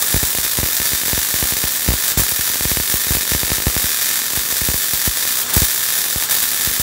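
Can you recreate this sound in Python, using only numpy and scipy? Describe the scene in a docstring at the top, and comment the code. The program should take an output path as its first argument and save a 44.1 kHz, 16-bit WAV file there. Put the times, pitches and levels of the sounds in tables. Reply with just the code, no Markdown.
"""A wire-fed welding arc burns on a steel plate inside a robot frame in a workshop.
The wire shorts and restrikes some eighty times a second, each strike a sharp crack; the hardest also thump.
Between cracks the arc sizzles with clouds of tiny clicks, and while the wire sticks a low noise swells.
Every crack comes back from plate, frame and walls as short echoes and a fading noise tail.
Behind it the shielding gas hisses and machines rumble: both are noise shaped in pitch, with two hum tones."""
import sys
import numpy as np
from scipy import signal
from scipy.fft import rfft, irfft, next_fast_len
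from scipy.io import wavfile
from scipy.ndimage import uniform_filter1d

SR = 44100
rng = np.random.default_rng(int(sys.argv[2]) if len(sys.argv) > 2 else 0)


def level_to_linear(level):
    """Convert decibel levels to linear amplitude factors, elementwise."""
    exponent = np.asarray(level, float) / 20
    return 10 ** exponent


def wrap_up_sound(samples):
    """Save the sound to the file named by the first command line argument, as 16-bit audio."""
    columns = np.atleast_2d(samples).T
    # keep every value between -1 and 1, then stretch to whole-number steps
    tamed = np.clip(columns, -1, 1)
    steps = np.round(tamed * 32767).astype(np.int16)
    wavfile.write(sys.argv[1], SR, steps)


N = 300744  # length in samples

# The burning arc over time. Each row: time in seconds, sizzle level in dB before mixing,
# treble against the rest in dB, crack level in dB before its gain, puff size of a plain restrike.
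ARC_COURSE = [(0, -18.5, 4, -6.5, 0.053), (.5, -23.5, 5.5, -5.5, .07), (1.2, -22, 3.5, -4, .07),
              (1.8, -22.5, 4, -6.5, 0.071), (2.05, -21.5, 3.5, -5.5, .02), (2.4, -23.5, 4, -4.5, 0.04),
              (2.9, -23.5, 8, -5, 0.087), (3.3, -23, 2, -3, 0.1), (3.75, -22.5, 4, -5.5, 0.1),
              (3.95, -27, 3, -2, 0.038), (4.3, -25.5, -0.5, -5, 0.052), (4.7, -23, 11, -5.5, 0.088),
              (5.15, -27, 3, -3.5, 0.027), (5.4, -21, 5, -5, .05), (5.7, -23, 6, -4, 0.028),
              (6.2, -22, 3.5, -4, 0.036), (6.35, -20.5, 4.5, -3, 0.054), (6.82, -25, 5, -3.5, 0.071)]
# Hard restrikes that pop. Each row: time in seconds, height of the gas puff,
# height of the longer heave (both relative; negative = suction).
POPS = [(0.1055, .19, 0), (0.1433, 0.26, -1.1), (.1636, 0.28, -0.68), (0.175, 0.081, -0.13),
        (.2304, 0.23, -0.65), (.2374, 0.24, -0.033), (0.3308, 0.12, 0), (.35, 0.37, -0.1),
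        (0.3853, 0.24, -.22), (0.4494, 0.16, -0.081), (0.4642, 0.24, 0.036), (.5792, 0.17, -0.069),
        (0.5873, .32, -0.62), (0.5999, 0.21, -0.1), (0.6313, 0.21, -.69), (0.6399, .23, -0.07),
        (0.6614, .27, -0.052), (0.6866, 0.31, 0), (.8007, 0.26, -.24), (0.8175, 0.29, -0.022),
        (0.8913, 0.14, 0.037), (0.9195, 0.14, -0.082), (0.9334, .24, -0.3), (1.0348, 0.26, -0.062),
        (1.0597, .2, -0.07), (1.0819, 0.33, -.07), (1.0982, 0.23, 0), (1.1315, 0.32, -0.59),
        (1.1777, 0.38, -0.34), (1.216, .15, 0.063), (1.341, 0.33, -0.25), (1.3871, 0.2, 0),
        (1.4266, 0.37, -.57), (1.4399, 0.23, 0), (1.4549, .2, -0.077), (1.5229, 0.28, -.25),
        (1.5366, 0.22, 0), (1.5681, 0.24, -0.062), (1.6393, 0.33, -.43), (1.6526, 0.16, -0.035),
        (1.8633, 0.27, 0), (1.879, 0.39, 0.6), (1.8871, 0.21, -1.37), (1.9049, 0.34, -0.46),
        (1.9198, 0.24, -.37), (1.9376, 0.27, -0.5), (2.119, .16, -0.036), (2.1746, .1, -1.15),
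        (2.1955, 0.29, -0.71), (2.2045, 0.17, -0.18), (2.2191, .13, -.38), (2.2656, 0.19, 0),
        (2.2897, 0.24, 0), (2.3203, 0.23, -0.19), (2.393, 0.16, -.25), (2.4996, 0.21, -0.073),
        (2.5571, 0.29, -0.033), (2.6089, 0.34, -0.21), (2.6536, 0.27, -.63), (2.716, 0.35, -0.49),
        (2.7713, 0.45, -0.4), (2.8004, 0.29, -.37), (2.8992, 0.19, -0.048), (2.923, 0.16, 0),
        (2.9403, 0.3, -.47), (3.0683, 0.25, -0.12), (3.1072, 0.098, 1), (3.1204, -.25, 0.13),
        (3.1505, 0.28, -0.35), (3.1694, 0.27, -.27), (3.2099, .2, -0.043), (3.2309, 0.18, 0),
        (3.2522, .17, 0), (3.3184, .39, -.48), (3.3492, .37, -0.61), (3.3624, 0.14, -0.074),
        (3.4325, 0.37, -0.39), (3.4795, 0.28, 0), (3.5025, 0.36, -0.13), (3.518, 0.41, -0.6),
        (3.5826, .26, -0.18), (3.6022, 0.32, 0), (3.6215, 0.22, 0), (3.6684, 0.17, -1.43),
        (3.6818, 0.365, -0.063), (3.6994, 0.22, -0.043), (3.7653, 0.39, -0.52), (3.8421, .15, -0.37),
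        (3.8676, .2, 0), (4.218, 0.22, 0), (4.334, 0.23, -0.082), (4.3739, 0.13, -0.36),
        (4.5248, .3, -0.072), (4.6164, 0.14, -.44), (4.6873, 0.28, -.71), (4.7011, 0.24, -0.049),
        (4.716, .24, -0.036), (4.7424, 0.23, -.36), (4.9345, 0.24, -.23), (5.076, .17, -0.8),
        (5.253, .29, 0), (5.55, 0.3, 0), (5.5634, -0.094, -0.11), (5.5664, 0.042, -1.76),
        (5.5778, 0.4, -.21), (5.6199, .05, -1.15), (5.6313, 0.26, -.11), (6.0617, 0.17, 0),
        (6.16, 0.2, -0.41), (6.2246, 0.2, 0), (6.2968, -0.028, 0), (6.6735, .2, -0.37),
        (6.714, 0.14, -0.084), (6.7979, 0.11, -0.42)]
# Restrikes that crack sharply without a pop. Each entry: time in seconds.
SHARP_STRIKES = [.0824, .1203, .7833, .8726, 1.3111, 1.6765, 1.808, 2.0238, 2.4542, 2.7501, 2.8079, 2.8575,
                 2.9567, 3.0159, 3.4025, 3.449, 3.8197, 3.9173, 3.972, 4.028, 4.0452, 4.0677, 4.0901,
                 4.1729, 4.2652, 4.3031, 4.3932, 4.4341, 4.4882, 4.5418, 4.6508, 4.8194, 4.9099, 4.9748,
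                 5.0523, 5.1128, 5.1716, 5.209, 5.2321, 5.2899, 5.3245, 5.3715, 5.4001, 5.416, 5.6511,
                 5.7152, 5.7605, 5.8376, 5.904, 5.939, 5.9666, 6.0413, 6.0838, 6.1287, 6.237, 6.3257,
                 6.3851, 6.4029, 6.4388, 6.5167, 6.5752, 6.6184, 6.649, 6.7371, 6.7642]
# The wire sticks and no plain strike comes. Each row: start in seconds, length in seconds.
STALLS = [(2.121, .053), (5.418, .118), (6.239, .058)]
# The arc flares up. Each row: peak time in seconds, rise over the sizzle in dB,
# rise time in seconds, fall time in seconds.
FLARES = [(0.361, 1, 0.037, 0.076), (2.177, 8.5, .008, 0.096), (2.94, 7.5, 0.018, 0.036),
          (3.12, 8.5, 0.061, 0.047), (3.84, 10.5, .04, 0.043), (4.37, 6.5, 0.058, 0.064),
          (4.52, 3.5, 0.039, 0.03), (4.94, 8, 0.049, 0.063), (5.05, 10, 0.0157, 0.069),
          (5.56, 10, 0.13, 0.065), (5.625, 6, 0.056, 0.041), (6.298, 4.5, .006, 0.024),
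          (6.8, 9, .02, 0.093)]
# Colour of the sizzle. Each row: frequency in Hz, relative level in dB per Hz.
SIZZLE_COLOUR = [(350, -7.5), (600, -5.5), (1200, -3), (1800, -4.5), (2600, -7.5), (3700, -1.5),
                 (5100, -4.5), (7300, -2), (9000, -2.5), (13000, -3.5), (14600, -1), (15600, 3)]
# Strongest reflections from plate, frame and floor. Each row: delay in ms, share of the direct crack.
ECHOES = [(0.227, -0.15), (0.34, -0.24), (0.385, -0.18), (0.499, 0.66), (0.567, 0.19), (0.658, -0.15),
          (0.68, 0.21), (0.748, -0.4), (0.794, -0.21), (0.816, 0.17), (0.952, -0.31), (1.066, 0.26),
          (1.111, 0.16), (1.791, -0.17), (3.152, -0.13), (4.331, 0.14), (4.422, 0.21), (4.603, 0.18),
          (5.692, 0.18), (6.122, 0.15), (6.213, 0.16), (6.259, 0.23), (11.61, 0.25), (19.32, 0.23),
          (19.342, 0.18), (22.63, 0.16), (22.698, -0.16)]
# Colour of the shielding gas hiss. 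Each row: frequency in Hz, relative level in dB per Hz.
GAS_COLOUR = [(700, -23), (1200, -3.5), (2200, -22), (3600, -9), (5700, -9.5), (7850, -0.5), (10000, -14),
              (15600, -9.5)]
# Colour of the workshop rumble. Each row: frequency in Hz, relative level in dB per Hz.
RUMBLE_COLOUR = [(21, -51), (35, -1.5), (80, 7.5), (172, 2.5), (483, 10), (677, -22), (1090, -1),
                 (1220, -12), (1750, -27), (2000, -13), (2600, -99), (4400, -120)]
# Hum of motors and transformer. Each row: frequency in Hz, middle level in dB at the microphone.
HUM = [(120, -61), (245, -54.5)]
# Bass cut of the microphone, one stage a row. Each row: frequency in Hz, sharpness Q.
LOW_CUT = [(53, 1.79), (51, .56)]

# Waits between plain restrikes: every other wait is short with the chance SHORT_SHARE
SHORT_WAIT_MS, LONG_WAIT_MS, SHORT_SHARE = 8.3, 15.5, 0.8
SHORT_JITTER_MS, LONG_JITTER_MS = 0.8, 2.5
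LEAST_WAIT_MS = 6  # free time kept before the next listed strike or stall
CRACK_SPREAD_DB = 2.24  # chance in the crack level
SHARP_DB = 1.5  # sharp strikes over the usual crack
QUICK_SHARE = 1.21  # quick part of a heave, against the slow part
STALL_DIP_DB, STALL_DULL_DB = 1.5, 9  # sizzle and treble lost while the wire sticks
RIPPLE_HZ = 360  # ripple of the rectified supply
NOZZLE_HZ, NOZZLE_T60_S = 1805, 0.035
SHOP_T60_S, SHOP_TREBLE_T60_S = 0.4, 0.24  # time to fade by 60 dB
SHOP_DB = 3  # energy of the tail against the direct sound
RUSH_DB, RUSH_RISE_DB_PER_S = -47, 110
GAS_DB, RUMBLE_DB = -31, -46.5  # levels at the microphone
TOP_HZ = 15740


def rms_one(x):
    """Scale to an average strength (rms) of 1."""
    return x / np.sqrt(np.mean(x ** 2) + 1e-20)


def impulses(s, heights):
    """One click, a single sample wide, at each time."""
    out = np.zeros(N)
    places = np.round(np.asarray(s) * SR).astype(int)
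    np.add.at(out, np.clip(places, 0, N - 1), heights)
    return out


def coloured(x, spectrum):
    """Filter x with a curve of (Hz, dB per Hz), then scale to rms 1."""
    size = next_fast_len(N)
    hz, db = np.transpose(spectrum)
    bins_hz = np.arange(size // 2 + 1) * SR / size
    gain = level_to_linear(np.interp(np.log(bins_hz + 1), np.log(hz), db))
    return rms_one(irfft(rfft(x, size) * gain, size)[:N])


def drift(rate_hz):
    """Random wandering with rms 1: noise smoothed twice, so only changes slower than the rate stay."""
    r = np.exp(-2 * np.pi * rate_hz / SR)
    noise = rng.standard_normal(N + SR)
    # the first second lets the filter settle
    return rms_one(signal.lfilter([1], [1, -2 * r, r * r], noise)[SR:])


def fading(x, ms):
    """Turn each click into an exponential decay that starts at the click's height."""
    return signal.lfilter([1], [1, -np.exp(-1000 / (ms * SR))], x)


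def low_pass(x, order, hz):
    """Keep what lies below a frequency."""
    return signal.sosfilt(signal.butter(order, hz, fs=SR, output="sos"), x)


def band_pass(x, low_hz, high_hz):
    """Keep a band of frequencies, with gentle edges."""
    return signal.sosfilt(signal.butter(1, [low_hz, high_hz], "band", fs=SR, output="sos"), x)


def high_pass(x, hz, q):
    """Second-order filter that keeps what lies above a frequency; q sets how sharp its corner is."""
    w = 2 * np.pi * hz / SR
    c, width = np.cos(w), np.sin(w) / (2 * q)
    top = [(1 + c) / 2, -1 - c, (1 + c) / 2]
    return signal.lfilter(top, [1 + width, -2 * c, 1 - width], x + 1e-18)


def arc_at(s):
    """Sizzle level, treble tilt, crack level and puff size of the arc at these times."""
    times, *columns = np.transpose(ARC_COURSE)
    return [np.interp(s, times, column) for column in columns]


def strikes():
    """All restrikes (s, crack dB, puff): plain ones follow each listed strike or stall until the next."""
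    pops, pop_puff, _ = np.transpose(POPS)
    stuck, length = np.transpose(STALLS)
    starts = np.sort([0, *pops, *SHARP_STRIKES, *(stuck + length)])
    ends = np.sort([*pops, *SHARP_STRIKES, *stuck, N / SR])
    ends = ends[np.searchsorted(ends, starts, "right")]
    shape = (len(starts), 32)  # up to 32 plain strikes in each gap
    jitter, size, spread = rng.standard_normal((3, *shape))
    short = (rng.random(shape) < SHORT_SHARE) & (np.arange(32) % 2 == 1)
    short_wait = SHORT_WAIT_MS + SHORT_JITTER_MS * jitter
    long_wait = LONG_WAIT_MS + LONG_JITTER_MS * jitter
    wait_ms = np.where(short, short_wait, long_wait)
    s = starts[:, None] + np.cumsum(wait_ms, axis=1) / 1000
    keep = s < ends[:, None] - LEAST_WAIT_MS / 1000
    plain = s[keep]

    plain_db = CRACK_SPREAD_DB * spread[keep]
    pop_db = CRACK_SPREAD_DB * rng.standard_normal(len(pops))
    sharp_db = np.full(len(SHARP_STRIKES), SHARP_DB)
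    plain_puff = arc_at(plain)[3] * np.abs(size[keep])
    sharp_puff = arc_at(SHARP_STRIKES)[3]

    s = np.concatenate([plain, pops, SHARP_STRIKES])
    crack_db = arc_at(s)[2] + np.concatenate([plain_db, pop_db, sharp_db])
    return s, crack_db, np.concatenate([plain_puff, pop_puff, sharp_puff])


def cracks(struck, cut_hz, gain_db, short_db, short_ms):
    """A strike is a steep push; just before it the molten wire touches down and the arc dies with a weaker pull."""
    s, db, _ = struck
    time_chance, level_chance = rng.standard_normal((2, len(s)))
    short_s = s - (short_ms + 0.3 * time_chance) / 1000
    pulls = impulses(short_s, level_to_linear(db + short_db + 1.5 * level_chance))
    pushes = impulses(s, level_to_linear(db))
    return level_to_linear(gain_db) * high_pass(pushes - pulls, cut_hz, 0.39)


def thumps(struck, snap_db):
    """Heated gas: a soft puff with a brighter snap under every strike, a longer heave under hard ones."""
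    s, _, height = struck
    clicks = impulses(s, height)
    b, a = signal.butter(1, [200, 800], "band", fs=SR)
    puffs = signal.lfilter(b, a, clicks) / (2 * b[0])  # each puff starts at half its height
    snaps = band_pass(clicks, 900, 3000)
    pop_s, _, heave = np.transpose(POPS)
    heave_clicks = impulses(pop_s, heave)
    # taking away a quick decay makes the heave open with a brief swing the other way
    heaves = fading(heave_clicks, 2.8) - QUICK_SHARE * fading(heave_clicks, 0.56)
    return puffs + level_to_linear(snap_db) * snaps + heaves


def burning():
    """Level and treble tilt of the sizzle in dB: slow course, flares on top, duller while the wire sticks."""
    t = np.arange(N) / SR
    level_db, tilt_db = arc_at(t)[:2]
    for s, db, rise, fall in FLARES:
        level_db = level_db + np.interp(t, [s - rise, s, s + fall], [0, db, 0])
    stuck = np.zeros(N)
    for s, length in STALLS:
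        stuck += np.interp(t, [s, s + 0.012, s + length - 0.005, s + length], [0, 1, 1, 0])
    return level_db - STALL_DIP_DB * stuck, tilt_db - STALL_DULL_DB * stuck


def sizzle(struck, per_s, spread_db, ripple, flicker_db, flare_db, flare_ms):
    """Tiny discharges in the arc, flaring after each strike and pulsing with the ripple of the rectified supply."""
    level_db, tilt_db = burning()
    t = np.arange(N) / SR
    sizes = level_to_linear(spread_db * np.minimum(rng.exponential(1, N), 5)) * rng.choice([-1, 1], N)
    happens = rng.random(N) < per_s / SR
    grains = coloured(sizes * happens, SIZZLE_COLOUR)
    # the tilt lifts the treble by half and lowers the rest by half
    low = low_pass(grains, 1, 6000)
    tilt = level_to_linear(tilt_db / 2)
    grains = low / tilt + (grains - low) * tilt
    pulsing = 1 + ripple * np.sin(2 * np.pi * RIPPLE_HZ * t)
    afterglow = fading(impulses(struck[0], 0.81), flare_ms)
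    flare = np.sqrt(1 + level_to_linear(2 * flare_db) * afterglow)
    return grains * flare * pulsing * level_to_linear(level_db + flicker_db * drift(79))


def rush():
    """Gas round the stuck wire rushes ever louder, as low noise, until the arc is back."""
    t = np.arange(N) / SR
    swell = np.zeros(N)
    for s, length in STALLS:
        during = (t > s) & (t < s + length)
        swell += during * level_to_linear(RUSH_DB + RUSH_RISE_DB_PER_S * np.clip(t - s, 0, length))
    noise = band_pass(rng.standard_normal(N), 350, 1600)
    return uniform_filter1d(swell, size=400) * rms_one(noise)


def reflected(x, wall_cut_hz, dull_hz, ring_db):
    """Direct sound, near reflections, the ring of the gas nozzle and the diffuse tail of the shop."""
    ms, share = np.transpose(ECHOES)
    t = np.arange(SR // 2) / SR
    near = impulses([0, *ms / 1000], [1, *share])[:len(t)]
    ring = level_to_linear(ring_db - 60 * t / NOZZLE_T60_S) * np.sin(2 * np.pi * NOZZLE_HZ * t)
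    noise = high_pass(rng.standard_normal(len(t)), wall_cut_hz, 0.46)
    dull = low_pass(noise, 2, dull_hz)
    # air eats the treble first
    tail = dull * level_to_linear(-60 * t / SHOP_T60_S) + (noise - dull) * level_to_linear(-60 * t / SHOP_TREBLE_T60_S)
    tail = tail * np.minimum(t / 0.0034, 1)  # builds up over 3.4 ms
    tail = level_to_linear(SHOP_DB) * tail / np.sqrt(np.sum(tail ** 2))
    return signal.fftconvolve(x, near + ring + tail)[:N]


def gas_hiss():
    """Shielding gas streams out as steady coloured noise."""
    return level_to_linear(GAS_DB) * coloured(rng.standard_normal(N), GAS_COLOUR)


def workshop():
    """Steady rumble of fans and power supply with two hum tones that waver in level."""
    t = np.arange(N) / SR
    sound = level_to_linear(RUMBLE_DB) * coloured(rng.standard_normal(N), RUMBLE_COLOUR)
    for hz, db in HUM:
        sound += level_to_linear(db + 3 * drift(3)) * np.sqrt(2) * np.sin(2 * np.pi * hz * t)
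    return sound


def scene():
    """The arc in its surroundings over gas hiss and shop noise."""
    struck = strikes()
    crack = cracks(struck, cut_hz=716, gain_db=6, short_db=-9.5, short_ms=2.4)
    fizz = sizzle(struck, per_s=9000, spread_db=3.5, ripple=0.18,
                  flicker_db=3.0, flare_db=4.0, flare_ms=0.91)
    # droplets all over the plate: no shared echoes
    spatter = sizzle(struck, per_s=15000, spread_db=1.5, ripple=0.14,
                     flicker_db=3.0, flare_db=9.5, flare_ms=3.85)
    arc = reflected(crack + level_to_linear(-11) * fizz, wall_cut_hz=2200, dull_hz=7830, ring_db=-28.5)
    arc = arc + level_to_linear(-4.5) * spatter
    mix = arc + thumps(struck, snap_db=12.5) + rush() + gas_hiss() + workshop()
    return mix[None]


def roll_off(x):
    """The treble ends steeply here."""
    return signal.sosfilt(signal.butter(12, 16750, fs=SR, output="sos"), x)


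def record(dry):
    """The microphone cuts the bass steeply and rounds the peaks; nothing passes above the top edge."""
    for hz, q in LOW_CUT:
        dry = high_pass(dry, hz, q)
    rounded = 1.456 * np.tanh(dry / 1.368)
    size = next_fast_len(N)
    passed = np.arange(size // 2 + 1) * SR / size < TOP_HZ
    mix = irfft(rfft(rounded, size) * passed, size)[:, :N]
    return roll_off(mix)


dry = scene()
out = record(dry)
wrap_up_sound(out)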